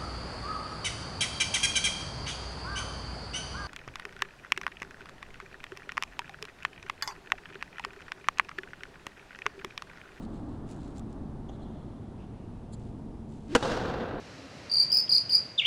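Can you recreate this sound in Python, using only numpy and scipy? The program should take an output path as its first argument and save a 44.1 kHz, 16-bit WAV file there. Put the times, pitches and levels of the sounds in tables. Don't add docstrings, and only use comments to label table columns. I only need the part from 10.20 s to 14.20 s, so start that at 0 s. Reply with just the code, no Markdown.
import sys
import numpy as np
from scipy import signal
from scipy.fft import rfft, irfft
from scipy.io import wavfile
from scipy.ndimage import uniform_filter1d

SR = 44100
rng = np.random.default_rng(int(sys.argv[2]) if len(sys.argv) > 2 else 0)


def transcribe(u):
    v = np.clip(np.atleast_2d(u).T, -1, 1)
    q = np.round(v * 32767).astype(np.int16)
    wavfile.write(sys.argv[1], SR, q)


N = 176400
TIME_S, BIN_HZ = np.arange(N) / SR, np.fft.rfftfreq(N, 1 / SR)
HIT_S = 3.3495


def amp(db):
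    return 10 ** (np.asarray(db) / 20)


def unit_rms(x):
    return x / np.sqrt(np.mean(x ** 2) + 1e-20)


def lookup(table, hz):
    freq_hz, value = np.transpose(table)
    return np.interp(np.log(hz + 1), np.log(freq_hz + 1), value)


def noise(spectrum):
    return unit_rms(irfft(rfft(rng.standard_normal(N)) * amp(lookup(spectrum, BIN_HZ)), N))


def band(hz, width_hz):
    resonance = np.exp(-.5 * ((BIN_HZ - hz) / width_hz) ** 2)
    return unit_rms(irfft(rfft(rng.standard_normal(N)) * resonance, N))


def drift(shape, size):
    return unit_rms(uniform_filter1d(uniform_filter1d(rng.standard_normal(shape), size), size))


def since(start_s):
    return np.maximum(TIME_S - start_s, 0)


def ramp(start_s, length_s):
    return np.minimum(since(start_s) / length_s, 1)


def arches(events):
    return sum(amp(db) * np.sqrt(abs(np.sin(np.pi * ramp(start_s, length_s))))
               for start_s, length_s, db in events)


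def delayed(x, delay_s):
    return np.pad(x, (round(delay_s * SR), 0))[:N]


def tint(x, spectrum):
    phase = np.angle(rfft(x))
    tinted = irfft(np.exp(1j * phase) * amp(lookup(spectrum, BIN_HZ)), N)
    return tinted / np.linalg.norm(tinted)


# freq_hz, gain_db
VENT_SPECTRUM = [(12, -5), (30, -6.5), (42, 3), (62, 1), (85, 0), (115, 1), (165, -1.5), (220, -1),
                 (290, -8.5), (400, -10.5), (600, -21), (850, -17.5), (1300, -37.5), (2000, -38),
                 (4000, -42.5), (7000, -48), (10300, -49), (11300, -65), (15500, -75)]
def ventilation(level_db=-43, flutter_db=0.6):
    _, _, frames = signal.stft(noise(VENT_SPECTRUM), SR, nperseg=2048)
    patches = unit_rms(uniform_filter1d(drift(frames.shape, size=10), size=6, axis=0))
    _, rumble = signal.istft(frames * amp(flutter_db * patches), SR, nperseg=2048)
    return amp(level_db) * unit_rms(rumble[:N])


# time_s, level_db
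SWELL_CONTOUR = [(0, -43), (.55, -44), (1.05, -45), (1.35, -46.5), (1.8, -50), (2.4, -55.5), (2.851, -48),
                 (3.3, -53)]
# freq_hz, gain_db
SWELL_SPECTRUM = [(60, 1), (150, -5.5), (280, 8), (350, 1), (450, -13.5), (700, -8), (1100, -23.5),
                  (2500, -63)]
# freq_hz, gain_db
WASH_SPECTRUM = [(100, 3), (400, 5), (750, -3.5), (1150, 1.5), (1800, -10.5), (2600, -26.5), (3800, -20.5),
                 (6000, -44), (11000, -47)]
def hall_noise(wash_db=-54, fade_db_per_s=3):
    swell = amp(np.interp(TIME_S, *np.transpose(SWELL_CONTOUR))) * noise(SWELL_SPECTRUM)
    wash = amp(wash_db - fade_db_per_s * TIME_S) * noise(WASH_SPECTRUM)
    return swell + wash


# pitch_hz, width_hz, level_db
DUCT_DRONES = [(29, 3.3, -54), (112.6, 2.6, -56.5), (148.6, 1.55, -55.5), (220.5, 6.3, -51),
               (918, 9.9, -72)]
def ducts():
    return sum(amp(db) * band(hz, width_hz) for hz, width_hz, db in DUCT_DRONES)


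WALLS_S = 0.093
# freq_hz, t60_s
HALL_DECAY = [(100, 2.5), (500, 7.2), (1300, 3.94), (3000, 2.62), (5000, 1.43), (8000, 0.86), (10500, 0.85),
              (12000, 2.2), (15000, 2.5)]
def hall_response(spectrum, early_db=-7.5, build_s=0.013):
    hz, t, frames = signal.stft(noise(spectrum), SR, nperseg=512)
    decay = amp(-60 * t / lookup(HALL_DECAY, hz)[:, None])
    _, tail = signal.istft(frames * decay, SR, nperseg=512)
    early = amp(early_db) * ramp(0, build_s)
    late = (1 - amp(early_db)) * ramp(WALLS_S, build_s)
    response = tail[:N] * (early + late)
    return response / np.linalg.norm(response)


# freq_hz, gain_db
REVERB_SPECTRUM = [(100, 10.5), (1000, -4), (4000, 0.5), (12000, -5)]
def reverb(send):
    return signal.fftconvolve(send, hall_response(REVERB_SPECTRUM))[:N]


# start_s, length_s, level_db
CLOTH_STROKES = [(0, 0.064, -64.5), (.08, 0.14, -70), (0.213, 0.18, -75), (0.567, 0.17, -69)]
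# freq_hz, gain_db
CLOTH_SPECTRUM = [(500, -15), (2000, -7), (3000, 1), (4200, 3), (5600, -10), (7800, -2), (10200, -14),
                  (11300, -30)]
def rustle(grain_db=4):
    friction = noise(CLOTH_SPECTRUM) * amp(grain_db * drift(N, size=160))
    return arches(CLOTH_STROKES) * unit_rms(friction)


# start_s, length_s, level_db
SOLE_SCUFFS = [(0.464, 0.09, -63.5), (0.53, 0.24, -71.5), (0.748, .04, -64), (0.89, 0.037, -72),
               (2.557, 0.16, -72.5), (3.083, 0.11, -69.5), (3.174, 0.16, -72)]
# freq_hz, gain_db
SCUFF_SPECTRUM = [(200, -16), (1500, 6), (3200, 8), (4400, 8.5), (5600, 4), (7500, 8), (10000, -2),
                  (11300, -24), (15000, -26)]
def scuffs(grain_db=4.5):
    friction = noise(SCUFF_SPECTRUM) * amp(grain_db * drift(N, size=45))
    return arches(SOLE_SCUFFS) * unit_rms(friction)


# start_s, level_db
FOOT_TAPS = [(1.294, -41), (1.329, -54), (1.359, -46.5), (1.429, -55.5)]
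# freq_hz, gain_db
TAP_SPECTRUM = [(100, -7), (450, 9.5), (750, 11.5), (1500, -7), (2400, -15), (3300, -22), (4400, -24),
                (7000, -23), (11000, -51)]
def taps(rise_s=0.001, t60_s=0.036):
    envelope = sum(ramp(start_s, rise_s) * amp(db - 60 * since(start_s) / t60_s)
                   for start_s, db in FOOT_TAPS)
    return envelope * noise(TAP_SPECTRUM)


# start_s, length_s, pitch_hz, width_hz, level_db
FAINT_CHIRPS = [(1.286, 0.02, 3220, 260, -54.5), (1.315, .055, 3670, 480, -68),
                (1.415, 0.035, 3950, 330, -67), (1.968, 0.1, 2700, 520, -69)]
def faint_chirps(octave_db=-12):
    out = np.zeros(N)
    for start_s, length_s, hz, width_hz, db in FAINT_CHIRPS:
        tone = band(hz, width_hz) + amp(octave_db) * band(2 * hz, 2 * width_hz)
        out += amp(db) * np.sin(np.pi * ramp(start_s, length_s)) * tone
    return out


# start_s, level_db, t60_s
STANCE_TICKS = [(0.492, -57, .025), (.502, -57, .02), (0.5134, -53, .02), (.521, -56.5, 0.017),
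                (.5636, -60, .015), (.6763, -61, .012), (.7721, -53, .012), (0.781, -48, 0.022),
                (.7945, -45, 0.011), (0.928, -52, .012)]
# freq_hz, gain_db
TICK_SPECTRUM = [(300, -18), (2200, -13.5), (3400, -1.5), (4400, 0), (5600, -5), (7400, 5), (8600, -5),
                 (9800, -3), (11200, -27), (15000, -24)]
def ticks():
    envelope = sum((TIME_S > start_s) * amp(db - 60 * since(start_s) / t60_s)
                   for start_s, db, t60_s in STANCE_TICKS)
    return envelope * noise(TICK_SPECTRUM)


# pitch_hz, width_hz, level_db
TICK_BANDS = [(3450, 300, -64), (4350, 490, -60), (7350, 620, -57.5), (9500, 420, -61.5)]
def high_tick(peak_s=2.538, spread_s=0.008):
    envelope = np.exp(-.5 * ((TIME_S - peak_s) / spread_s) ** 2)
    return envelope * sum(amp(db) * band(hz, width_hz) for hz, width_hz, db in TICK_BANDS)


# freq_hz, gain_db
TAIL_SPECTRUM = [(60, -3.5), (130, -2.5), (230, 1.5), (350, -1), (440, 1.5), (510, 2.5), (580, -2.5),
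                 (740, 0.5), (1000, -5), (1550, -4), (1800, -10.5), (2300, -16), (2750, -16), (3900, -12.5),
                 (5000, -15), (7000, -18), (9500, -24.5), (11200, -44), (15500, -48)]
# pitch_hz, width_hz, level_db, t60_s
HALL_MODES = [(514, 20, -43.5, 3.6), (2730, 36, -52, 1.1)]
def smash_tail(energy_db=10.5, clump_db=1.5):
    echoes = hall_response(TAIL_SPECTRUM) * amp(clump_db * drift(N, size=220))
    rings = sum(amp(db - 60 * since(WALLS_S) / t60_s) * band(hz, width_hz)
                for hz, width_hz, db, t60_s in HALL_MODES)
    tail = amp(energy_db) * echoes / np.linalg.norm(echoes) + ramp(0, WALLS_S) ** 2 * rings
    return delayed(tail, HIT_S)


# delay_s, relative_db, t60_s
WALL_RETURNS = [(0.075, -10, 0.18), (0.096, -19.5, 0.12), (.126, -15, 0.049), (0.166, -10.5, 0.11),
                (.262, -16, .05), (0.301, -10, 0.04), (0.464, -20, 0.04)]
# freq_hz, gain_db
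SLAP_SPECTRUM = [(80, 4.5), (250, 0.5), (700, 3), (1500, -4.5), (2200, -15), (3500, -8), (6000, -18.5),
                 (10000, -28), (11500, -58)]
def wall_slaps(gain_db=-15, rise_s=0.0025, air_db_per_s_per_khz=6.5):
    out = np.zeros(N)
    for delay_s, db, t60_s in WALL_RETURNS:
        arrival_s = HIT_S + delay_s
        envelope = ramp(arrival_s, rise_s) * amp(db - 60 * since(arrival_s) / t60_s)
        air_loss = amp(-air_db_per_s_per_khz * delay_s * BIN_HZ / 1000)
        out += irfft(rfft(envelope * noise(SLAP_SPECTRUM)) * air_loss, N)
    return amp(gain_db) * out


# freq_hz, gain_db
WHOOSH_SPECTRUM = [(100, -24), (400, -2), (900, -16), (1700, -13), (3000, -15), (6000, -22), (10000, -33),
                   (11500, -48)]
def swing(peak_s=3.336, rise_s=0.0366, fall_s=0.035, slow_hz=262, fast_hz=325.4, waver=0.0496,
          shaft_db=-33, whoosh_db=-48):
    t = TIME_S - peak_s
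    speed = np.exp(-(t / np.where(t < 0, rise_s, fall_s)) ** 2)
    pitch_hz = (slow_hz + (fast_hz - slow_hz) * speed) * (1 + waver * drift(N, size=300))
    shaft_tone = np.sin(2 * np.pi * np.cumsum(pitch_hz) / SR)
    return speed * (amp(shaft_db) * shaft_tone + amp(whoosh_db) * noise(WHOOSH_SPECTRUM))


# pitch_hz, relative_db, t60_s
RACKET_MODES = [(232, -8.5, 0.048), (353, -2.5, 0.047), (474, -2, 0.073), (586, -8.5, 0.061),
                (791, -7.5, 0.048), (965, -6.5, 0.053), (1335, -21, 0.027), (1572, -10.5, 0.074),
                (1960, -14.5, 0.058), (2137, -20, 0.066), (2434, -21, 0.09), (2710, -14, 0.057),
                (2915, -12, 0.033), (3190, -19, .045), (5800, -17, 0.039)]
def strings(gain_db=-10.5, contact_s=0.0028):
    t = since(HIT_S)
    contact = np.sin(np.pi / 2 * ramp(HIT_S, contact_s)) ** 2
    ring = sum(amp(db - 60 * t / t60_s) * np.sin(2 * np.pi * hz * t) for hz, db, t60_s in RACKET_MODES)
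    return amp(gain_db) * contact * ring


def thump(gain_db=-8.5, pitch_hz=470, delay_s=0.005, spread_s=0.001):
    t = TIME_S - HIT_S - delay_s
    envelope = np.exp(-.5 * (t / spread_s) ** 2)
    return amp(gain_db) * envelope * np.sin(2 * np.pi * pitch_hz * t)


# freq_hz, gain_db
CRACK_SPECTRUM = [(60, 4), (150, 1), (500, 5), (800, -0.5), (1100, -1), (1450, 1.5), (2200, -10.5),
                  (2900, -3.5), (3700, -14.5), (4500, -12.5), (6000, -14.5), (7700, -16), (8600, -21.5),
                  (10300, -24.5), (11300, -43), (15500, -40)]
def crack(gain_db=-14.8, rise_s=0.0009, hold_s=0.0044, t60_s=0.026):
    envelope = ramp(HIT_S, rise_s) * amp(-60 * since(HIT_S + hold_s) / t60_s)
    snap = tint(rng.standard_normal(N) * envelope, CRACK_SPECTRUM)
    for _ in range(4):
        snap = tint(snap * envelope ** .2, CRACK_SPECTRUM)
    return amp(gain_db) * np.linalg.norm(envelope) * snap * (TIME_S > HIT_S)


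def scene(floor_db=-7, floor_delay_s=0.0078):
    background = ventilation() + hall_noise() + ducts()
    racket = strings() + swing()
    friction = scuffs() + rustle()
    knocks, chirps = taps(), faint_chirps()
    smash = racket + thump() + crack()
    floor_bounce = amp(floor_db) * delayed(thump() + crack(), floor_delay_s)
    send = amp(-12) * (racket + friction) + knocks + amp(-1.5) * chirps
    hall = reverb(send) + smash_tail() + wall_slaps()
    lead_in = friction + knocks + chirps + ticks() + high_tick()
    return (background + hall + lead_in + floor_bounce + smash)[None]


def record(dry, cutoff_hz=15800):
    lowpass = signal.firwin(511, cutoff_hz, window=("kaiser", 9), fs=SR)
    return signal.oaconvolve(dry, lowpass[None], "same")


dry = scene()
out = record(dry)
transcribe(out)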